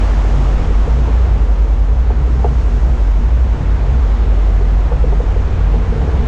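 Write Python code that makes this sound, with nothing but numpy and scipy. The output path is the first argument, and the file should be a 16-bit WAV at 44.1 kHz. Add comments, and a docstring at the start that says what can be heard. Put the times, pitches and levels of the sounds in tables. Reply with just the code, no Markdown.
"""Hang glider pole in the wind

A camera on a long pole rides a hang glider high above a coast. Turbulence hisses over its microphone port
as coloured noise; the same wind shakes pole and frame, heard as randomly driven resonances. The two lowest
strong modes of the pole hum and beat against each other, with brief dips; now and then the mount knocks,
each knock a sum of decaying rings. A limiter holds down the loudest hum and shaking."""
import sys
import numpy as np
from scipy import signal
from scipy.fft import rfft, irfft, next_fast_len
from scipy.io import wavfile
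from scipy.ndimage import uniform_filter1d, map_coordinates

SR = 44100
rng = np.random.default_rng(int(sys.argv[2]) if len(sys.argv) > 2 else 0)


def digitize_waveform(pressure):
    """Quantize a signal to 16-bit integers and store it at the path in sys.argv[1].

    Rows of a 2-D input are taken as channels; values are limited to [-1, 1].
    """
    field = np.atleast_2d(pressure).T
    bounded = np.clip(field, -1, 1)
    quanta = np.round(bounded * 32767).astype(np.int16)
    wavfile.write(sys.argv[1], SR, quanta)


N = 276864


def amp(db):
    """Level law: decibels to amplitude gain."""
    return 10 ** (np.asarray(db) / 20)


def unit(x):
    """Normalisation: x scaled to rms 1."""
    return x / np.sqrt(np.mean(x ** 2))


def curves(rows):
    """Linear interpolation: one value per sample for each column after the time."""
    times, *columns = np.transpose(rows)
    return [np.interp(np.arange(N) / SR, times, column) for column in columns]


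def wobble(rate):
    """Slow random modulation: a smooth curve through random knots, rate knots a second."""
    knots = rng.standard_normal(int(N * rate / SR) + 4)
    return map_coordinates(knots, [np.arange(N) * rate / SR])


def filtered(x, response):
    """Linear filtering: the spectrum of x times a response of frequency."""
    size = next_fast_len(N + SR)
    spectrum = rfft(x, size) * response(np.fft.rfftfreq(size, 1 / SR))
    return irfft(spectrum, size)[:N]


def rush(colour, patchy_db):
    """Turbulent noise: random noise of a given spectrum and rms 1, with faint patches of random gain."""
    z = signal.stft(rng.standard_normal(N), nperseg=512)[2]
    across_f = uniform_filter1d(rng.standard_normal(z.shape), size=6, axis=0)
    patches = uniform_filter1d(across_f, size=12, axis=1)
    noise = signal.istft(z * amp(patchy_db * unit(patches)), nperseg=512)[1][:N]
    f, db = np.transpose(colour)
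    return unit(filtered(noise, lambda hz: amp(np.interp(np.log(hz + 1), np.log(f + 1), db))))


# air flow over the port: t/s, rush level/dB before brightening, fine hiss level/dB before its wobble
AIR_FLOW = [(0.0, -23.5, -45.5), (.3, -24.5, -47), (0.6, -24.5, -48), (.9, -25.5, -49.5),
            (1.19, -25.5, -50.5), (1.5, -27.5, -52.5), (1.85, -28.5, -54.5), (2.2, -27.5, -53.5),
            (2.64, -27, -50.5), (3, -27.5, -51.5), (3.38, -27.5, -53.5), (3.94, -26, -52),
            (4.5, -26.5, -52.5), (5.16, -27, -53), (5.6, -26, -53), (5.96, -26, -51.5), (6.28, -25, -51.5)]
# spectrum of the turbulence at the port: f/Hz, relative density/dB
RUSH_COLOUR = [(15, 4.5), (70, 13), (110, 8.5), (190, 4), (300, 3), (480, 2), (620, -0.5), (800, -1),
               (1100, -4.5), (1500, -8.5), (2000, -12.5), (3000, -18), (4300, -24.5), (7000, -50.5),
               (15000, -92.5)]
# spectrum of the finest eddies: f/Hz, relative density/dB
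HISS_COLOUR = [(2500, -12.5), (4300, -6), (5200, -2.5), (6800, -4), (8500, -14.5), (11500, -30),
               (15000, -35)]
BRIGHTER = 0.23  # dB of treble per octave, per dB of stronger flow


def air():
    """Flow noise: turbulence at the port is a broad rush, brighter in stronger flow, and a fine hiss."""
    flow_db, fine_db = curves(AIR_FLOW)
    broad = rush(RUSH_COLOUR, patchy_db=0.61)
    # first-order form of a spectral tilt, in octaves of 1 + f/kHz
    treble = filtered(broad, lambda hz: np.log2(1 + hz / 1000) * np.log(10) / 20)
    broad = broad + BRIGHTER * (flow_db - flow_db.mean()) * treble
    hiss_gain = amp(fine_db + 0.4 * wobble(5.4))
    return amp(flow_db) * broad + hiss_gain * rush(HISS_COLOUR, patchy_db=0.5)


def shaken(modes, db):
    """Forced resonance: lumpy buffeting rings some modes; the mount's padding passes little treble."""
    buffet = amp(2.2 * wobble(7.8)) * rng.standard_normal(N)

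    def ring(f):
        total = 0
        for k, (centre, width, level) in enumerate(modes):
            resonance = 1j * f * np.sqrt(width) / (centre * centre - f * f + 1j * f * width)
            total = total + (-1) ** k * amp(level) * resonance  # neighbours in opposite sign
        return total

    return amp(db) * unit(filtered(buffet, lambda f: ring(f) / (1 + (f / 700) ** 4)))


EVEN = 0.85  # how much of a narrow mode's random fading is evened out, 0-1


def narrow_mode(hz, width_hz, db):
    """Narrow-band noise: one mode kept ringing by the buffeting, its pitch wavering within its width."""
    ring = filtered(rng.standard_normal(N), lambda f: 1 / (1 + ((f - hz) / width_hz) ** 2))
    envelope = np.abs(signal.hilbert(unit(ring), next_fast_len(N))[:N])
    evened = unit(ring / (envelope + 0.13) ** EVEN)
    return amp(db) * evened


# brief dips of the hum, bell-shaped: t/s, depth/dB, standard deviation/s
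HUM_DIPS = [(0.615, 6.5, 0.015), (3.635, 10.5, 0.01), (5.24, 6, 0.017), (5.55, 5, .012), (5.86, 5.5, .015),
            (6.055, 7.5, 0.011)]


def dip_db():
    """Gaussian level envelope: how far the hum has sunk, dB."""
    t = np.arange(N) / SR
    return sum(depth * np.exp(-((t - s) / spread) ** 2 / 2) for s, depth, spread in HUM_DIPS)


# broad modes of pole and frame, two low then three high: f/Hz, width/Hz, relative level/dB
FRAME_MODES = [(66.8, 12, -8), (104.3, 20, -11), (164, 40, -16.5), (284, 60, -18), (445.4, 55, -18.5)]
# shaking of the frame before the hum's dips add to it: t/s, low modes level/dB, high modes level/dB
FRAME_SHAKING = [(0, -28, -41), (.6, -27.5, -31.5), (1.25, -31.5, -34), (1.6, -34.5, -34),
                 (2.1, -30.5, -34), (2.5, -29.5, -33.5), (3.1, -31, -40), (3.7, -28, -33.5),
                 (4.2, -31.5, -35), (4.9, -30, -34), (5.55, -26.5, -35.5), (5.8, -26, -31.5),
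                 (6.05, -24, -28), (6.28, -25.5, -29)]
# four narrow modes of the frame: f/Hz, width/Hz
NARROW_MODES = [(85.75, 3), (135, 3), (160.5, 4), (230.6, 3)]
# their swelling and fading, ahead of the limiter: t/s, then one level/dB for each mode
NARROW_LEVELS = [(0.0, -25, -45.5, -37, -27.5), (0.05, -21, -45, -48, -36), (0.09, -21.5, -35, -43, -36),
                 (0.23, -29, -33, -48.5, -36.5), (0.28, -21, -33, -37, -44), (0.33, -25.5, -27, -49, -37),
                 (0.38, -23, -21.5, -37, -32.5), (0.59, -24.5, -31.5, -48, -45),
                 (0.68, -20, -34.5, -29, -37), (0.79, -33, -48, -40, -32.5), (0.89, -26, -31.5, -28.5, -43),
                 (0.98, -26, -22.5, -38, -30), (1.08, -27, -36.5, -39, -31), (1.28, -19.5, -30, -48, -48),
                 (1.64, -37, -40.5, -39.5, -40), (1.7, -30.5, -37, -54.5, -46),
                 (1.77, -29, -31.5, -51, -40.5), (2.15, -28, -34, -43.5, -34.5),
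                 (2.22, -38.5, -20.5, -48.5, -38.5), (2.27, -33.5, -47, -40, -50),
                 (2.33, -30.5, -25.5, -37, -34), (2.38, -41, -21.5, -26.5, -43), (2.43, -27, -36, -44, -44),
                 (2.52, -30.5, -23, -27.5, -29), (2.59, -24.5, -39.5, -41.5, -41),
                 (2.64, -27.5, -34, -31.5, -47), (2.74, -23, -29.5, -45, -31), (2.83, -35, -31, -32.5, -42),
                 (2.89, -27, -24.5, -40, -36), (3.09, -27, -46, -44, -44), (3.22, -33.5, -29.5, -36.5, -32),
                 (3.29, -25, -29, -44.5, -39.5), (3.39, -33, -36, -46, -35), (3.5, -22.5, -45, -38, -33.5),
                 (3.55, -28.5, -25.5, -47.5, -34.5), (3.62, -23.5, -26.5, -22, -50),
                 (3.69, -22, -30.5, -44, -38.5), (3.86, -25.5, -25, -33.5, -37),
                 (3.95, -24.5, -22, -50.5, -29.5), (4.0, -27.5, -40, -37, -43),
                 (4.13, -22, -34.5, -36.5, -39.5), (4.21, -28, -49, -47, -34),
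                 (4.27, -25, -28, -33.5, -39.5), (4.35, -19.5, -42, -41, -32.5),
                 (4.4, -37.5, -34, -39, -33.5), (4.51, -24, -42, -37.5, -47),
                 (4.6, -22.5, -29.5, -48.5, -39), (4.96, -30.5, -29.5, -30.5, -43),
                 (5.11, -29.5, -23, -41, -37.5), (5.16, -29, -32.5, -31, -38.5),
                 (5.44, -18.5, -33, -38, -42.5), (5.51, -29, -29, -37, -35), (5.54, -15, -28.5, -31, -50),
                 (5.72, -27.5, -27, -37, -44), (5.77, -28, -42, -25, -28), (5.82, -25, -50, -36.5, -37.5),
                 (5.98, -22.5, -21, -29.5, -33.5), (6.17, -19.5, -43.5, -29.5, -32.5),
                 (6.23, -21, -24.5, -36.5, -33), (6.28, -34.5, -27.5, -36, -31)]
# slow sway of the whole pole, ahead of the limiter: t/s, level/dB
POLE_SWAY = [(0.0, -28), (0.5, -31), (0.58, -17.5), (1.64, -42), (1.77, -21), (1.87, -42), (2.01, -22.5),
             (2.1, -31.5), (3.34, -24.5), (3.39, -38.5), (3.6, -24.5), (3.79, -39.5), (3.93, -25),
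             (4.27, -28.5), (5.6, -20), (5.79, -38), (5.86, -18.5), (6.07, -32), (6.24, -19.5),
             (6.28, -33.5)]
SWAY_HZ, SWAY_WIDTH_HZ = 25.7, 9.2
TAKE_OVER = 0.24  # dB more shaking per dB that the hum dips


def frame():
    """Modal superposition: broad modes rise as the hum dips; narrow ones each follow a level curve."""
    take_over_db = TAKE_OVER * np.minimum(dip_db(), 8)
    low_db, high_db = np.array(curves(FRAME_SHAKING)) + take_over_db
    narrow_db = curves(NARROW_LEVELS)
    narrow = sum(narrow_mode(hz, width_hz, db) for (hz, width_hz), db in zip(NARROW_MODES, narrow_db))
    sway = narrow_mode(SWAY_HZ, SWAY_WIDTH_HZ, *curves(POLE_SWAY))
    return shaken(FRAME_MODES[:2], low_db) + shaken(FRAME_MODES[2:], high_db) + narrow + sway


# knocks of the mount: t/s, main ring level/dB before its swell, main ring f/Hz, main ring t60/s,
# upper rings level/dB, their brightness/(dB per octave)
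MOUNT_KNOCKS = [(0.24, -4, 463, 0.037, -22.5, 0), (0.701, -0.5, 468, 0.031, -30, 4),
                (0.873, 0, 465, 0.038, -23, -3), (1.08, -6, 437, 0.051, -26.5, 3),
                (2.101, 0.5, 450, 0.032, -15.5, -2), (2.271, -4, 440, 0.035, -28, -4),
                (2.4424, 8, 440, 0.033, -8.5, -5), (2.455, -2, 455, .04, -30, 0),
                (4.605, -6.5, 395, 0.059, -30, -4), (4.912, -2, 495, 0.056, -38, -2),
                (4.919, -7.5, 505, 0.066, -17, 18), (5.036, 5, 488, 0.035, -36, -1),
                (5.118, -7, 410, 0.078, -34, 0), (5.1235, -4, 517, .03, -16.5, 4),
                (5.197, 4, 487, 0.033, -24, 0), (5.306, -10, 430, 0.056, -26, -5),
                (5.358, 1.5, 470, 0.036, -25, 0), (5.736, 2, 446, 0.033, -22, -4),
                (5.752, -6, 462, 0.052, -22, 0), (5.918, -1, 465, 0.04, -29, 7),
                (5.956, -4, 445, 0.041, -33, 1), (5.976, -3, 450, .037, -27, 3),
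                (5.992, -8, 480, .033, -32, 0), (6.013, -5, 480, 0.034, -22, 2),
                (6.024, -7, 470, .035, -32, 0), (6.042, -6, 470, .035, -32, 4),
                (6.072, -5, 446, 0.035, -26, 1), (6.086, 0, 450, 0.032, -22, 0)]
# rings of the mount above its main one: f/Hz, level/dB before brightness and scatter, t60/s
UPPER_RINGS = [(716, -5.5, 0.097), (806, -5.5, 0.055), (880, -2.5, 0.043), (600, -6.5, 0.04),
               (1150, -12, .035)]
# ring just under the main one: pitch ratio, level/dB before the swell, t60/s
NEIGHBOUR, NEIGHBOUR_DB, NEIGHBOUR_T60 = 0.892, -11, 0.038
MAIN_LAG_S = 0.0019  # the main ring sets in after the upper ones
CRACK_DB, CRACK_T60 = -14, 0.016  # short dry crack at the contact: dB relative to the upper rings' level, s


def knocks():
    """Impact and free decay: rattle and upper rings start first, the main ring swells over a few cycles."""
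    out, t = np.zeros(N + SR), np.arange(SR // 5) / SR
    rattle_band = signal.butter(3, [550, 950], "bandpass", fs=SR, output="sos")
    crack_band = signal.butter(2, [900, 2300], "bandpass", fs=SR, output="sos")
    for s, db, hz, ring_s, upper_db, bright_db in MOUNT_KNOCKS:
        swell = (1 - np.exp(-np.maximum(t - MAIN_LAG_S, 0) / 0.0042)) ** 3
        main = amp(-60 * t / ring_s) * np.sin(2 * np.pi * hz * t)
        # the neighbouring ring beats against it and cuts the blow short
        side_turns = hz * NEIGHBOUR * t + (1 - NEIGHBOUR) * hz * 0.0071
        side = amp(NEIGHBOUR_DB - 60 * t / NEIGHBOUR_T60) * np.sin(2 * np.pi * side_turns)
        upper = 0
        for f, level, t60 in UPPER_RINGS:
            tilt_db = bright_db * np.log2(f / UPPER_RINGS[1][0])
            ring_db = level + tilt_db + rng.normal(0, 0.89) - 60 * t / t60
            turns = f * (t - 0.003) + rng.normal(0, 0.1)
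            upper = upper + amp(ring_db) * np.sin(2 * np.pi * turns)
        rattle = unit(signal.sosfilt(rattle_band, rng.standard_normal(len(t))))
        rattle = 0.07 * amp(-60 * t / 0.07) * rattle
        crack = unit(signal.sosfilt(crack_band, rng.standard_normal(len(t))))
        crack = amp(CRACK_DB - 60 * t / CRACK_T60) * crack
        rise = (1 - np.exp(-t / 0.0023)) ** 2
        blow = amp(db) * swell * (main + side) + amp(upper_db) * rise * (upper + rattle + crack)
        start = round(s * SR)
        out[start:][:len(t)] += blow
    return out[:N]


# the two strong pole modes: t/s, beat f/Hz of the upper mode above the lower, lower over upper level/dB,
# swing level/dB before dips and limiter
POLE_MODES = [(0.0, 10.8, 9.3, -11.3), (0.11, 16.26, 13.1, -11.2), (0.22, 12.63, 7.8, -10.9),
              (0.33, 12.92, 12.9, -11.3), (0.44, 14.72, 11.4, -11.6), (0.55, 14.49, 14.2, -11.4),
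              (0.66, 13.6, 5.0, -13.8), (0.77, 8.1, 23.1, -8.8), (0.88, 7.59, -4.6, -11.7),
              (0.99, 10.98, -13.3, -10.6), (1.1, 7.36, -9.8, -10.2), (1.21, 12.65, -15.8, -9.8),
              (1.32, 8.25, 1.4, -11.1), (1.43, 12.95, 5.8, -10.5), (1.54, 9.43, 5.9, -9.9),
              (1.65, 9.38, 4.6, -9.8), (1.76, 11.42, 4.2, -11.2), (1.87, 9.33, 11.6, -11.3),
              (1.98, 12.08, -8.0, -10.0), (2.09, 9.73, -2.9, -11.4), (2.2, 14.78, -1.5, -12.8),
              (2.31, 11.49, -6.7, -10.9), (2.42, 13.21, -12.1, -10.9), (2.53, 10.41, -12.0, -12.2),
              (2.64, 12.88, 0.6, -10.7), (2.75, 10.26, 9.8, -11.8), (2.86, 11.59, -6.4, -9.6),
              (2.97, 12.45, -1.5, -12.7), (3.08, 12.76, 19.6, -9.5), (3.2, 12.09, 8.8, -11.3),
              (3.31, 9.84, -10.2, -9.7), (3.42, 14.23, -11.6, -10.1), (3.53, 8.68, -1.0, -13.3),
              (3.64, 1.72, 0.2, -15.3), (3.75, 6.79, -12.0, -11.2), (3.86, 15.27, 13.4, -13.7),
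              (3.97, 14.89, -18.7, -9.9), (4.08, 10.05, 15.7, -10.7), (4.19, 13.12, 2.9, -11.3),
              (4.3, 9.32, 2.8, -11.3), (4.41, 12.99, 19.4, -10.6), (4.52, 11.24, 15.2, -10.0),
              (4.63, 15.31, 8.6, -10.5), (4.74, 11.45, 18.3, -9.4), (4.85, 14.16, 3.6, -12.0),
              (4.96, 11.72, 1.3, -11.5), (5.07, 13.7, 4.4, -11.4), (5.18, 8.75, 16.8, -11.0),
              (5.29, 10.02, 7.5, -12.3), (5.4, 11.64, 11.7, -12.0), (5.51, 16.87, -7.9, -16.0),
              (5.62, 5.59, 19.0, -12.9), (5.73, 10.66, 20.7, -9.2), (5.84, 13.26, 4.5, -14.9),
              (5.95, 9.1, 4.0, -15.3), (6.06, 17.04, -11.4, -16.4), (6.17, 15.76, -6.8, -12.0),
              (6.28, 11.63, 1.7, -16.8)]
LOW_MODE_HZ, START_TURNS = 48.42, 0.374  # lower mode before its wavering; lead of the upper at the start
FLUTTER_DB = 0.4  # random level flutter of each mode


def pole():
    """Beating: two modes close in frequency add as phasors, each fluttering a little."""
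    beat_hz, lean_db, swing_db = curves(POLE_MODES)
    lower_share = 1 / (1 + amp(-2 * lean_db))  # share of the power
    beat_turns = np.cumsum(beat_hz) / SR + START_TURNS
    lower = np.sqrt(lower_share) * amp(FLUTTER_DB * wobble(11))
    upper = np.sqrt(1 - lower_share) * amp(FLUTTER_DB * wobble(10)) * np.exp(2j * np.pi * beat_turns)
    # both pitches waver together
    carrier_turns = np.cumsum(LOW_MODE_HZ + 0.68 * wobble(6.0)) / SR + rng.random()
    hum = np.real((lower + upper) * np.exp(2j * np.pi * carrier_turns))
    return np.sqrt(2) * amp(swing_db - dip_db()) * hum


LIMIT, LIMIT_GAIN_DB = 0.6, 0.5  # amplitude at which the limiter acts; its gain in dB for weak shaking


def limiter(shake):
    """Amplitude limiting: the recorder's limiter holds down the loudest hum and shaking."""
    envelope = np.abs(signal.hilbert(shake, next_fast_len(N))[:N])
    return amp(LIMIT_GAIN_DB) * shake / (1 + (envelope / LIMIT) ** 6) ** (1 / 6)


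def scene():
    """Superposition: limited hum and shaking of pole and frame, with air and knocks, at one microphone."""
    return (limiter(pole() + frame()) + air() + knocks())[None]


TOP_HZ = 15700  # band limit


def record(dry):
    """Saturation and band limiting: the input stage rounds off the highest peaks, then cuts the top."""
    rounded = dry[0] / (1 + np.abs(dry[0] / 0.8) ** 8) ** (1 / 8)
    return filtered(rounded, lambda hz: hz < TOP_HZ)[None]


dry = scene()
out = record(dry)
digitize_waveform(out)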